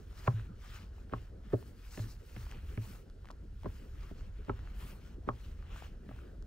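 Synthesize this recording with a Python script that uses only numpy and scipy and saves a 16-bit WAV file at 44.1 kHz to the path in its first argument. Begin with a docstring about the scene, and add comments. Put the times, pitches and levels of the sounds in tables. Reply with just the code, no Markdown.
"""A walker climbs an open wooden stair on a hillside, microphone in hand. Each shoe lands on a thick plank,
heard from just above: damped modes make the boom and the knock, and the frame and slope answer with a noise tail.
Grit ticks underfoot as short pings; jacket and trousers swish close by, in strokes of shaped noise.
From far off comes a low rumble with a murmur above it, and a faint air hiss lies under everything.
The microphone has two ports close together."""
import sys
import numpy as np
from scipy import signal
from scipy.fft import rfft, irfft, next_fast_len
from scipy.io import wavfile
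from scipy.ndimage import uniform_filter1d, map_coordinates

SR = 44100
rng = np.random.default_rng(int(sys.argv[2]) if len(sys.argv) > 2 else 0)


def wav_out(sig):
    """Save sig, one row per channel (or a flat mono array), as 16-bit PCM at SR to the path in sys.argv[1]."""
    wavfile.write(sys.argv[1], SR, np.round(np.clip(np.atleast_2d(sig).T, -1, 1) * 32767).astype(np.int16))


def volts_from_db(level):
    """Convert decibel levels to linear amplitude ratios."""
    exponent = np.asarray(level, float) / 20
    return 10 ** exponent


N = 285272  # length [samples]

# Shoe contacts, by how hard each drives the plank modes:
# (time [s], slap level [dB], slap centre [Hz], knock level [dB], edge level [dB])
SHOE_CONTACTS = [(0.2758, -26.5, 720, -32.5, -30), (0.2778, -17, 895, -54, -44),
                 (1.1248, -38, 570, -39, -53), (1.136, -27, 1090, -40, -44.5),
                 (1.533, -26.5, 627, -22.5, -54), (1.540, -23.5, 627, -28.5, -54),
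                 (1.975, -38.5, 700, -43.5, -42), (1.993, -38.5, 686, -55, -47),
                 (2.364, -43, 880, -54, -43), (2.7753, -39.5, 686, -42, -42), (3.303, -37, 950, -71, -56),
                 (3.645, -45, 907, -44, -53), (3.658, -31.5, 944, -36, -49), (4.111, -43, 590, -47.5, -74),
                 (4.483, -42, 900, -40.5, -66), (4.4956, -29, 1270, -32, -51),
                 (5.275, -51, 1050, -36.5, -67), (5.2889, -20.5, 1090, -36.5, -40),
                 (6.09, -48.5, 626, -54, -52), (6.112, -40, 730, -69, -57)]
# Upper modes of plank and sole: (frequency [Hz], level relative to the drive [dB], decay by 60 dB [s])
PLANK_MODES = [(197.5, 6, 0.052), (257, 1.5, 0.087), (396, 6, 0.053), (622, 0, 0.035), (728, -0.5, 0.022),
               (835, -5, 0.029), (982, 2.5, 0.018), (1090, 0, 0.023), (1258, 1.5, 0.022), (1504, -3, 0.021),
               (1770, 0.5, 0.02), (2040, 2.5, 0.0096), (2444, 2.5, 0.0046), (3090, -24, 0.05)]
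# The walker's weight settles and the plank bends:
# (time [s], level before swell and decay [dB], pitch [Hz], decay by 60 dB [s])
WEIGHT_LOADS = [(0.28, -19.5, 122, 0.15), (0.34, -30, 110, 0.46), (1.132, -37.5, 117.3, 0.36),
                (1.541, -24, 116, 0.13), (1.996, -31.5, 108.7, 0.42), (2.366, -41, 116, 0.46),
                (2.776, -31, 109.6, 0.32), (3.662, -38.5, 99.2, 0.33), (4.496, -36.5, 109, 0.32),
                (5.291, -37, 120, 0.26), (6.112, -48.5, 118.4, 0.3)]
# Answer of the frame and slope: (frequency [Hz], decay by 60 dB [s])
STAIR_DECAY = [(100, 0.53), (500, 0.18), (2000, 0.02), (8000, 0.035)]
# The clearest grit and buckle ticks:
# (time [s], ping level before swell and decay [dB], ping pitch [Hz], crack level likewise [dB])
CLEAR_TICKS = [(0.129, -48, 1270, -50), (0.397, -39.5, 1420, -49), (1.097, -47, 1480, -62),
               (1.627, -45.5, 1020, -40.5), (2.467, -43, 970, -46), (2.514, -35.5, 2700, -39),
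               (2.523, -37.5, 1560, -42), (3.246, -46, 1060, -50), (3.256, -47, 1090, -36.5),
               (3.272, -47, 1700, -52), (3.2875, -42, 1570, -43), (3.307, -54, 900, -39),
               (3.313, -44, 930, -38), (3.634, -41.5, 929, -40), (4.209, -47, 1440, -50),
               (4.592, -41, 1380, -45), (4.674, -40.5, 1450, -59), (5.626, -43, 1420, -59),
               (5.761, -37.5, 1160, -49), (5.823, -35.5, 798, -47), (5.834, -46, 1500, -49),
               (6.19, -45, 1410, -55), (6.425, -51, 1370, -43.5)]
# Strokes of fabric on fabric, levels before the flutter:
# (middle [s], length [s], swish level [dB], sheen over swish [dB], rub over swish [dB])
FABRIC_STROKES = [(0.0, 0.2, -77, -3, 3.5), (0.246, 0.19, -65, -4.5, 5), (0.385, 0.15, -75, -3.5, 12.5),
                  (0.733, 0.19, -64, -5.5, 8), (0.98, 0.12, -79, -6, 5.5), (1.182, 0.15, -75.5, -2.5, 9.5),
                  (1.473, 0.074, -81.5, -11, 15.5), (1.61, 0.19, -72, 0, 2.5), (1.865, 0.17, -72, -2.5, 5),
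                  (1.976, 0.12, -59, -5.5, -2.5), (2.037, 0.18, -69.5, 0, 7), (2.113, 0.065, -64, -4, -6),
                  (2.398, 0.26, -67, -2, 3.5), (2.505, 0.21, -75, -4, 13), (2.712, 0.16, -72, -1, 7.5),
                  (2.891, 0.17, -66.5, 0.5, 4.5), (3.286, 0.096, -81.5, -3, 10),
                  (3.764, 0.31, -73.5, -2, 7.5), (4.05, 0.21, -75, -3.5, 9.5), (4.2, 0.11, -75.5, -8, 8),
                  (4.616, 0.52, -77.5, -4.5, 12), (4.866, 0.15, -67.5, 3, 8.5),
                  (5.057, 0.14, -73.5, -5, 6.5), (5.43, 0.22, -72, -4, 7), (5.705, 0.14, -79.5, -8, 15.5),
                  (5.802, 0.15, -67.5, -4, 10.5), (6.173, 0.18, -78.5, -0.5, 12)]
# Fabric between strokes, before the flutter: (swish level [dB], sheen level [dB], rub level [dB])
FABRIC_REST = (-87, -90.5, -81)
# Spectra of the three fabric sounds: (frequency [Hz], relative level per Hz [dB])
RUB_SPECTRUM = [(300, -120), (500, -9), (900, -3), (1300, 0), (2000, -4), (3000, -4), (4200, -14.5),
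                (6500, -120)]
SWISH_SPECTRUM = [(1800, -120), (3000, -21), (4200, -1.5), (6000, -4), (8000, -9), (12000, -120)]
SHEEN_SPECTRUM = [(4500, -120), (6500, -15.5), (8500, -4), (11000, -6.5), (13000, -5), (15700, -2.5),
                  (16500, -120)]
# Spectra of the far rumble, the murmur and the air hiss: (frequency [Hz], relative level per Hz [dB])
RUMBLE_SPECTRUM = [(11, -55), (18, -5.5), (38, 6.5), (59, 4.5), (84, -1), (160, -20), (210, -41),
                   (350, -120)]
MURMUR_SPECTRUM = [(71, -34.5), (120, -3.5), (150, -3.5), (199, -3), (308, -9.5), (408, -8.5), (771, -24),
                   (1140, -30), (1390, -25), (2000, -34), (2600, -104), (4400, -120)]
AIR_SPECTRUM = [(590, -38), (1000, -17), (1400, 0), (2170, -9), (4280, -6.5), (10200, -17), (15100, -24.5),
                (15800, -26)]
# Slow course of the murmur, about which it wavers: (time [s], level [dB])
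MURMUR_COURSE = [(0.0, -58.5), (0.57, -59.5), (2.37, -59), (4.1, -60), (4.6, -57.5), (5.29, -58.5),
                 (6.46, -58.5)]
# Likeness of the noise at left and right: (frequency [Hz], correlation [-1 to 1])
LIKENESS = [(60, 0.99), (230, 0.92), (400, 0.93), (650, 0.3), (1000, 0.33), (1600, 0.9), (2600, 0.64),
            (4000, 0.73), (7000, 0.86), (15000, 0.29)]
# Phase by which the left port leads the right: (frequency [Hz], lead [rad])
PORT_LEAD = [(120, 0), (230, .35), (400, .9), (650, .8), (1000, 1.4), (1600, .35), (2600, .9), (4000, 1.2),
             (7000, 1.3)]


def unit(x):
    """Scaled to rms 1."""
    return x / np.sqrt(np.mean(x ** 2) + 1e-20)


def along(points, hz):
    """Interpolates (frequency [Hz], value) points on a log frequency axis."""
    point_hz, value = np.transpose(points)
    return np.interp(np.log(hz + 1), np.log(point_hz + 1), value)


def wobble(rate):
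    """A smooth random curve through knots of standard deviation 1, rate knots a second."""
    return map_coordinates(rng.standard_normal(N // 100), [np.arange(N) * rate / SR])


def ring(t, hz, db, t60, turns, phase=0):
    """A damped mode that swells over some of its own cycles (turns) and falls 60 dB in t60 seconds."""
    swell = 1 - np.exp(-(t * hz / turns) ** 2)
    return volts_from_db(db - 60 * t / t60) * np.sin(2 * np.pi * hz * t + phase) * swell


def rush(spectrum, patchy_db, grain_db=0):
    """Stereo noise of rms 1 with patches of random gain; grain makes single moments stand out."""
    white = rng.standard_normal((2, N)) * volts_from_db(grain_db * wobble(400))
    z = signal.stft(white, nperseg=512)[2]
    # patches span 6 frequency bins and 8 frames, alike on both sides
    field = uniform_filter1d(rng.standard_normal(z.shape[1:]), 6, 0)
    field = uniform_filter1d(field, 8, 1)
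    pair = signal.istft(z * volts_from_db(patchy_db * unit(field)), nperseg=512)[1][:, :N]
    size = next_fast_len(N + 8192)
    hz = np.fft.rfftfreq(size, 1 / SR)
    # sharing the power between mid and side sets the likeness of left and right
    turn = np.arccos(np.clip(along(LIKENESS, hz), -1, 1)) / 2
    shaped = rfft(pair, size) * volts_from_db(along(spectrum, hz))
    mid, side = irfft(shaped * [np.cos(turn), np.sin(turn)], size)[:, :N]
    return unit(np.array([mid + side, mid - side]))


def steps():
    """Each contact drives the plank modes with its own balance; the sole scuffs the wood just before it lands."""
    out = np.zeros((2, N + SR))
    t = np.arange(SR // 4) / SR
    chance = rng.standard_normal((len(SHOE_CONTACTS), 3, len(PLANK_MODES)))
    grit_band = signal.butter(2, [450, 1600], "band", fs=SR)
    grit = signal.lfilter(*grit_band, rng.standard_normal(N))
    for contact, (strength, detune, scatter) in zip(SHOE_CONTACTS, chance):
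        s, slap_db, slap_hz, knock_db, edge_db = contact
        thud_db = -20 + 0.43 * knock_db  # the thud follows the knock, but swings less
        drive = [(230, thud_db), (390, knock_db), (slap_hz, slap_db),
                 (1.194 * slap_hz, slap_db - 8.5), (2200, edge_db)]
        # each mode gets a small random phase offset between left and right at every contact [rad]
        skew = scatter[:, None, None] * 0.29 * [[1], [-1]]
        knock = 0
        for (hz, mode_db, t60), extra_db, shift, phase in zip(PLANK_MODES, strength, detune, skew):
            db = along(drive, hz) + mode_db + extra_db
            knock = knock + ring(t, hz * (1 + 0.031 * shift), db, t60, turns=0.51, phase=phase)
        at = round(s * SR)
        out[:, at:at + len(t)] -= knock  # the plank first moves away from the listener
        scuff_gain = volts_from_db(slap_db - 17.5 - 60 * t[::-1] / 0.081)  # rises 60 dB in 81 ms
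        out[:, at - len(t):at] += scuff_gain * grit[at - len(t):at]
    return out[:, :N]


def loads():
    """The plank booms as it bends under the weight; a weaker, lower bending beats against the main one."""
    out = np.zeros(N + SR)
    t = np.arange(SR // 2) / SR
    for s, db, hz, t60 in WEIGHT_LOADS:
        main = ring(t, hz, db, t60, turns=0.36)
        lower = ring(t, 0.96 * hz, db - 7, t60, turns=0.74)
        out[round(s * SR):][:len(t)] += main + lower
    return out[:N]


def stair(x):
    """The frame rattles on and the slope answers: a noise tail in which each frequency dies at its own speed."""
    out = np.zeros((2, N + SR))
    hop = SR // 3  # a fresh random tail for every third of a second
    for start in range(0, N, hop):
        hz, t, z = signal.stft(rng.standard_normal((2, SR // 2)), SR, nperseg=256)
        decay = volts_from_db(-60 * t / along(STAIR_DECAY, hz)[:, None])
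        tail = signal.istft(z * decay, SR, nperseg=256)[1]
        tail = tail + 0.5 * tail.mean(0)  # much of it reaches both ports alike
        tail = tail / np.linalg.norm(tail[0])
        wet = signal.fftconvolve(x[None, start:start + hop], tail, axes=1)
        out[:, start:start + wet.shape[1]] += wet
    return out[:, :N]


def ticks():
    """Grit and buckles: each tick is a ping that falls 60 dB in seven cycles, with a broad crack under 1 ms."""
    out = np.zeros(N + SR)
    t = np.arange(SR // 40) / SR
    # eight faint ticks are scattered at random
    faint = [(rng.uniform() * N / SR, -52.5 + 2 * a, 1314 * np.exp(0.31 * b), -52 + 4 * c)
             for a, b, c in rng.standard_normal((8, 3))]
    every_tick = CLEAR_TICKS + faint
    colours = rng.standard_normal(len(every_tick))
    for (s, db, hz, crack_db), colour in zip(every_tick, colours):
        ping = ring(t, hz, db, 7 / hz, turns=0.092)
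        crack = ring(t, 3600 * np.exp(0.28 * colour), crack_db, 0.00094, turns=0.1)
        out[round(s * SR):][:len(t)] += ping + crack
    return out[:N]


def cloth():
    """Fabric slides over fabric, more on the left: a grainy rub, a swish and a fine sheen that flutter together."""
    t = np.arange(N) / SR
    power = volts_from_db(np.array(FABRIC_REST))[:, None] ** 2
    for s, length, db, sheen_db, rub_db in FABRIC_STROKES:
        # a stroke swells and fades like a bell, 6 dB down at its ends
        bell_db = db - 6 * (2 * (t - s) / length) ** 2
        power = power + volts_from_db(bell_db + np.array([[0], [sheen_db], [rub_db]])) ** 2
    swish_gain, sheen_gain, rub_gain = np.sqrt(power)
    rub = rub_gain * rush(RUB_SPECTRUM, patchy_db=2.0, grain_db=1.5)
    swish = swish_gain * rush(SWISH_SPECTRUM, patchy_db=2.0, grain_db=1.5)
    sheen = sheen_gain * rush(SHEEN_SPECTRUM, patchy_db=-1.0, grain_db=1.0)
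    flutter = volts_from_db(1.3 * wobble(29) + 0.72 * wobble(51))
    pan = volts_from_db(np.array([[1.05], [-1.05]]))  # left and right [dB]
    return pan * flutter * (rub + swish + sheen)


def valley():
    """Far rumble and a murmur above it: low noise bands whose levels waver."""
    s, course_db = np.transpose(MURMUR_COURSE)
    murmur_db = np.interp(np.arange(N) / SR, s, course_db)
    rumble = volts_from_db(-48 + 2.3 * wobble(2.97)) * rush(RUMBLE_SPECTRUM, patchy_db=0.75)
    murmur = volts_from_db(murmur_db + 1.34 * wobble(6)) * rush(MURMUR_SPECTRUM, patchy_db=3.0)
    return rumble + murmur


def air():
    """Faint hiss of the air: shaped noise at a steady level."""
    return volts_from_db(-78.5) * rush(AIR_SPECTRUM, patchy_db=0.8)


def scene():
    """Feet below the microphone, clothes beside it, the valley far off."""
    feet = steps() + loads()
    # the difference thins the bass: the thud spreads little, the knock more
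    thin = np.diff(feet.mean(0), prepend=0) * 7.5
    return feet + volts_from_db(-13) * stair(thin) + ticks() + cloth() + valley() + air()


def ports(x):
    """The left microphone port hears each frequency a little ahead of the right: opposite phase shifts."""
    size = next_fast_len(N + 8192)
    half_lead = along(PORT_LEAD, np.fft.rfftfreq(size, 1 / SR)) / 2
    turned = rfft(x, size) * np.exp(1j * np.array([half_lead, -half_lead]))
    return irfft(turned, size)[..., :N]


def top_cut(x):
    """Nothing passes above the cut-off."""
    return signal.sosfilt(signal.butter(12, 16800, fs=SR, output="sos"), x)


def record(dry):
    """Two microphone ports close together pick up the scene."""
    mix = ports(dry)
    return top_cut(mix)


dry = scene()
out = record(dry)
wav_out(out)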